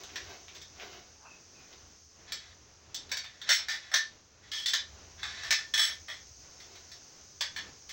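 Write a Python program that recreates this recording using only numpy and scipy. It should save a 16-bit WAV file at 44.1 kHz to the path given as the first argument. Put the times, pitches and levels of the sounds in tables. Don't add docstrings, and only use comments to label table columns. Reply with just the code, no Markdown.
import sys
import numpy as np
from scipy import signal
from scipy.fft import rfft, irfft, next_fast_len
from scipy.io import wavfile
from scipy.ndimage import uniform_filter1d

SR = 44100
rng = np.random.default_rng(int(sys.argv[2]) if len(sys.argv) > 2 else 0)


def inscribe(sig):
    pcm = np.round(np.clip(np.atleast_2d(sig).T, -1, 1) * 32767)
    wavfile.write(sys.argv[1], SR, pcm.astype(np.int16))


N = 349272
TAIL = SR // 3
REBOUND_S = 0.018

# start in seconds, clack level in dB, clack brightening
# in dB per octave, rattle time in seconds, low, middle and high ring levels in dB, middle pitch in Hz.
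KNOCKS = [(0.157, -38, 2.5, .008, -68, -56, -72, 3430), (0.548, -50.5, 6, 0.018, -78, -70, -65, 3660),
          (0.615, -49, 7, .006, -80, -74, -77, 3600), (2.32, -36.5, 7, 0.01, -52, -46.5, -51, 3310),
          (2.944, -37, 12, .008, -60, -48, -55, 3640), (3.092, -52.5, 1, .008, -73, -66, -70, 3300),
          (3.115, -33.5, 4, .006, -47.5, -53, -47.5, 3590), (3.169, -36.5, 8.5, .005, -50, -57, -70, 3320),
          (3.241, -48, -0.5, 0.017, -57, -55, -74, 3590), (3.415, -46.5, 0.5, 0.02, -76, -46.5, -73, 3577),
          (3.490, -23.5, 3, 0.055, -41.5, -38, -34, 3560), (3.684, -35, 2.5, 0.058, -37.5, -52, -51, 3407),
          (3.915, -42, -5.5, 0.042, -49, -66, -53, 3380), (3.939, -25, 5.5, 0.027, -30.5, -41, -40.5, 3540),
          (4.516, -40, 6.5, 0.11, -51, -39.5, -51.5, 3310),
          (4.659, -32.5, 6.5, 0.03, -59, -31.5, -40.5, 3500),
          (4.734, -29, 4.5, 0.016, -38, -34, -43.5, 3516), (5.23, -38, -3, 0.014, -68, -46, -54, 3500),
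          (5.433, -42, -0.5, .04, -49, -57, -54, 3250), (5.506, -24.5, 4.5, 0.027, -31, -48, -41, 3540),
          (5.588, -49, 3, 0.014, -42, -52, -66, 3448), (5.738, -33, 3, 0.019, -37, -32.5, -37, 3375),
          (5.776, -30.5, 1.5, 0.084, -39, -29.5, -31, 3370),
          (6.082, -42.5, -3.5, 0.049, -55, -45, -53.5, 3330), (6.601, -53, 3, 0.018, -72, -62, -64, 3450),
          (6.754, -54.5, 4, 0.0099, -72, -67, -79, 3380), (6.915, -51, 4.5, 0.013, -78, -58.5, -57, 3550),
          (7.408, -33, 2, 0.0095, -52, -35.5, -46, 3388), (7.562, -40, 2, 0.02, -46.5, -48.5, -56, 3370),
          (7.892, -44.5, 4.5, .02, -54, -61, -67, 3391)]
# pitch in Hz, relative level in dB, seconds to fade by 60 dB.
TUBE_MODES = [
    [(1754, -9, .22), (1785, 0, .31), (1845, -7, .24), (1950, -12, .2), (2055, -12, .2)],
    [(3039, -16, .26), (3143, -12, .28), (3369, 0, .33), (3450, -11, .24), (3620, -15, .22),
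     (4206, -16, .3)],
    [(4410, -13, .28), (5328, 0, .38), (5430, -4, .33), (5481, -9, .33), (6300, -7, .26)],
    [(7747, 0, .4), (9690, -18, .28), (10330, -17, .28), (10700, -14, .3), (11024, -14, .3),
     (14350, -16, .26), (14920, -12, .24), (15684, -7, .24)],
]
# frequency in Hz, relative level in dB.
CLACK_COLOUR = [(100, -33), (480, -12.5), (640, -0.5), (900, -3.5), (1450, 4), (2000, 10.5), (2800, 1),
                (3700, 7.5), (6300, -1), (6900, -11.5), (7600, -8), (9200, -32), (13000, -27),
                (15200, -10.5)]

def knocks(middle_mode_hz=3370, overtones_db=-10.5, uneven_db=2, rough_db=-4, build_s=0.00053):
    out, t = np.zeros(N), np.arange(TAIL) / SR
    attack = SR // 36
    building = 1 - np.exp(-t / build_s)
    settle_s = (0.14, 0.11, 0.1, 0.085)
    for start_s, clack_db, tilt, rattle_s, low_db, middle_db, high_db, middle_hz in KNOCKS:
        hits = rebounds(rattle_s)
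        force = room(contact(hits))
        sound = from_db(clack_db) * rms_one(colour(force, CLACK_COLOUR, tilt), size=attack)
        groups_db = (low_db, middle_db, high_db, high_db + overtones_db)
        shifts = (1, middle_hz / middle_mode_hz, 1, 1)
        for modes, group_db, shift, stop_s in zip(TUBE_MODES, groups_db, shifts, settle_s):
            settling = np.exp(-(t / stop_s) ** 2)
            settling_after_rattle = np.interp(t - rattle_s, t, settling)
            for hz, mode_db, t60 in modes:
                phase = 2 * np.pi * hz * shift * t + drift(1 / REBOUND_S, size=TAIL)
                envelope = building * from_db(-60 * t / t60) * settling
                clean = rms_one(np.sin(phase) * repeated(envelope, hits), size=attack)
                rough = rms_one(ring(force, hz * shift, t60 / 2) * settling_after_rattle)
                tone = np.std(clean) * rms_one(rms_one(clean) + from_db(rough_db) * rough)
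                sound += from_db(group_db + mode_db + uneven_db * rng.standard_normal()) * tone
        add(out, start_s, sound)
    return out

def rebounds(rattle_s, count=8, jitter=0.346):
    gaps = REBOUND_S * (1 + jitter * rng.uniform(-0.957, 1, count))
    delays = np.append(0, np.cumsum(gaps))
    return list(zip(delays, np.exp(-(delays / rattle_s) ** 2)))

def contact(hits, crack_s=0.0022, chatter_s=0.0063, chatter_db=-12.5):
    t = np.arange(TAIL) / SR
    crack = rng.standard_normal(TAIL) * repeated(t * np.exp(-t / crack_s), hits)
    chatter = grains(per_s=700, spread_db=3, size=TAIL)
    chatter *= repeated(np.sqrt(t) * np.exp(-t / chatter_s), hits)
    return rms_one(crack) + from_db(chatter_db) * rms_one(chatter)

# start in seconds, length in seconds, level in dB.
ROLLS = [(2.275, 0.04, -52.5), (2.4, .14, -57), (3.258, 0.18, -59), (3.474, 0.036, -38),
         (3.82, 0.098, -52.5), (4.43, 0.084, -58), (5.187, .07, -50), (5.246, 0.26, -44)]

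def rolling(ring_db=-5, damped_t60=0.25, dull_hz=8500, fade_s=0.031):
    t = np.arange(N) / SR
    force = room(grains(per_s=1400, spread_db=2, size=N))
    tones = sum(from_db(db) * rms_one(ring(force, hz, damped_t60))
                for modes in TUBE_MODES[:-1] for hz, db, _ in modes)
    clatter = rms_one(colour(force, CLACK_COLOUR))
    sound = rms_one(clatter + from_db(ring_db) * rms_one(tones))
    moving = sum(from_db(db) * ((t > s) & (t < s + length_s)) for s, length_s, db in ROLLS)
    return keep_band(sound, "low", dull_hz, order=2) * uniform_filter1d(moving, int(fade_s * SR) + 1)

# loudest moment in seconds, fading time in seconds, level in dB.
RUSTLES = [(0.01, 0.044, -46.5), (0.17, 0.16, -50), (0.31, 0.073, -46), (0.57, 0.059, -54),
           (0.83, 0.068, -45), (0.94, 0.089, -49.5), (1.62, 0.08, -60.5), (1.73, 0.053, -56),
           (5.1, 0.6, -63.5), (6.3, 0.097, -72), (6.75, 0.3, -58), (7.2, 0.052, -65)]
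# start in seconds, level in dB.
SNAPS = [(0.036, -47.5), (0.093, -54), (0.483, -49.5), (0.799, -47.5), (1.729, -56.5)]
# frequency in Hz, relative level in dB.
RUSTLE_COLOUR = [(88, -43), (150, -13.5), (422, 1.5), (494, -3.5), (689, -2.5), (998, -6), (1690, -4.5),
                 (6390, -8.5), (11000, -68), (14500, -24), (16000, -14)]
SNAP_COLOUR = [(300, -16), (1200, -3), (2500, 10), (6000, -0.5), (9000, -33), (15000, -24)]

def wrapping(snap_s=0.0002):
    crinkle = room(grains(per_s=1900, spread_db=3.5, size=N))
    out = strokes(RUSTLES) * rms_one(colour(crinkle, RUSTLE_COLOUR))
    for start_s, db in SNAPS:
        snap = rng.standard_normal(TAIL) * np.exp(-np.arange(TAIL) / SR / snap_s)
        add(out, start_s, from_db(db) * rms_one(colour(room(snap), SNAP_COLOUR), size=SR // 60))
    return out

# loudest moment in seconds, fading time in seconds, level in dB.
BRUSH = [(1.255, 0.052, -54)]
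# frequency in Hz, relative level in dB.
BRUSH_COLOUR = [(300, -20), (700, 1), (1000, 4), (1600, -3), (3000, -43)]
# start in seconds, length in seconds, first pitch in Hz, level in dB.
SQUEAKS = [(1.239, 0.18, 2660, -59), (1.527, 0.21, 2550, -65.5)]

def carrying(sag_hz_per_s=890, waver_hz=73):
    t = np.arange(TAIL) / SR
    out = strokes(BRUSH) * noise(BRUSH_COLOUR)
    for start_s, length_s, hz, db in SQUEAKS:
        pitch = hz - sag_hz_per_s * t + waver_hz * drift(per_s=440, size=TAIL)
        swell = np.sin(np.pi * np.sqrt(np.minimum(t / length_s, 1))) ** 2
        squeak = room(swell * np.sin(2 * np.pi * np.cumsum(pitch) / SR))
        add(out, start_s, from_db(db) * rms_one(squeak, size=SR // 10))
    return out

# frequency in Hz, relative level in dB.
AIR_COLOUR = [(20, -7.5), (50, -5.5), (125, -2), (200, -5), (400, -5), (800, -9.5), (1600, -11),
              (3200, -14.5), (7000, -17.5), (10000, -85)]
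RUMBLE_COLOUR = [(20, -25), (42, -17), (60, 4), (72, 3), (83, 9), (100, -2.5), (140, -11), (300, -63)]
HISS_COLOUR = [(2000, -13), (3800, -7), (4800, 5), (6300, 11.5), (6900, 2.5), (7600, -10.5), (8700, -13.5),
               (9600, -36), (14000, -95), (14800, -42), (16000, -1)]
# time in seconds, level in dB.
RUMBLE_LEVEL = [(0, -67), (0.95, -64.5), (1.3, -71), (2.9, -64), (4.3, -71), (5.3, -57), (5.55, -66),
                (6.1, -63), (7.3, -68), (7.9, -64.5)]
HISS_LEVEL = [(0, -53.5), (1, -58.5), (1.7, -57), (2.9, -62), (3.8, -60), (4.35, -64), (4.95, -57.5),
              (5.6, -53.5), (7.9, -55)]

def background(air_mean_db=-61, air_waver_db=2.27, rumble_waver_db=3, waver_per_s=8.2):
    t = np.arange(N) / SR
    air_db = air_mean_db + air_waver_db * drift(waver_per_s)
    rumble_db = np.interp(t, *np.transpose(RUMBLE_LEVEL)) + rumble_waver_db * drift(waver_per_s)
    hiss_db = np.interp(t, *np.transpose(HISS_LEVEL))
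    layers = ((AIR_COLOUR, air_db), (RUMBLE_COLOUR, rumble_db), (HISS_COLOUR, hiss_db))
    return sum(from_db(db) * noise(spectrum) for spectrum, db in layers)

def room(x, echo_db=3, first_echo_s=0.002, low_t60=0.29, treble_t60=0.094, treble_hz=7070):
    t = np.arange(TAIL) / SR
    dense = rng.standard_normal(TAIL) * (t > first_echo_s)
    echoes = sum(keep_band(dense, side, treble_hz, order=4) * from_db(-60 * t / t60)
                 for side, t60 in (("low", low_t60), ("high", treble_t60)))
    response = from_db(echo_db) * echoes / np.linalg.norm(echoes)
    response[0] = 1
    return signal.fftconvolve(x, response)[:len(x)]

def ring(force, hz, t60):
    decay, angle = from_db(-60 / (t60 * SR)), 2 * np.pi * hz / SR
    return signal.lfilter([1, 0, -1], [1, -2 * decay * np.cos(angle), decay ** 2], force + 1e-18)

def grains(per_s, spread_db, size):
    strength = from_db(spread_db * np.minimum(rng.exponential(1, size), 4))
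    return (rng.random(size) < per_s / SR) * strength * rng.choice([-1, 1], size)

def repeated(envelope, hits):
    power = np.zeros(TAIL)
    for delay_s, strength in hits:
        at = min(round(delay_s * SR), TAIL)
        power[at:] += (strength * envelope[:TAIL - at]) ** 2
    return np.sqrt(power)

def strokes(rows, rise_share=0.61):
    t, power = np.arange(N) / SR, 0
    for peak_s, fade_s, db in rows:
        away = np.maximum((peak_s - t) / (rise_share * fade_s), (t - peak_s) / fade_s)
        power += (from_db(db) * np.exp(-np.minimum(away, 20))) ** 2
    return np.sqrt(power)

def drift(per_s, size=N):
    knots = rng.standard_normal(int(per_s * size / SR) + 2)
    return rms_one(np.interp(np.arange(size) * per_s / SR, np.arange(len(knots)), knots))

def noise(spectrum):
    return rms_one(colour(rng.standard_normal(N), spectrum))

def colour(x, spectrum, tilt=0):
    size = next_fast_len(len(x) // 2 + 2048, True) * 2
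    hz = np.maximum(np.arange(size // 2 + 1) * SR / size, 1)
    points_hz, db = np.transpose(spectrum)
    shape_db = np.interp(np.log(hz), np.log(points_hz), db) + tilt * np.log2(np.clip(hz / 1500, 1, 4))
    cepstrum = irfft(np.log(from_db(shape_db)))[:size // 2]
    cepstrum[1:] *= 2
    return irfft(rfft(x, size) * np.exp(rfft(cepstrum, size)))[:len(x)]

def keep_band(x, side, hz, order):
    return signal.sosfilt(signal.butter(order, hz, side, fs=SR, output="sos"), x)

def from_db(db):
    return np.exp(np.asarray(db) * (np.log(10) / 20))

def rms_one(x, size=None):
    return x / np.sqrt(np.mean(x[:size] ** 2) + 1e-20)

def add(out, start_s, sound):
    at = round(start_s * SR)
    out[at:at + len(sound)] += sound[:N - at]

def bass_dip(x, halved_at_db=-25.5, below_hz=1300, lag_s=0.038, window_s=0.044):
    power = uniform_filter1d(x ** 2, int(window_s * SR) + 1)
    recent_power = np.interp(np.arange(N) - lag_s * SR, np.arange(N), power)
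    gain = 1 / (1 + (recent_power / from_db(halved_at_db) ** 2) ** 2)
    bass = signal.sosfiltfilt(signal.butter(4, below_hz, fs=SR, output="sos"), x)
    return x - (1 - gain) * bass

def scene():
    tubes = keep_band(knocks() + rolling(), "high", hz=480, order=3)
    return (tubes + wrapping() + carrying() + background())[None]

def record(dry):
    treble_cut = signal.ellip(12, 0.1, 90, 16000, fs=SR, output="sos")
    return signal.sosfilt(treble_cut, bass_dip(dry[0]))[None]

dry = scene()
out = record(dry)
inscribe(out)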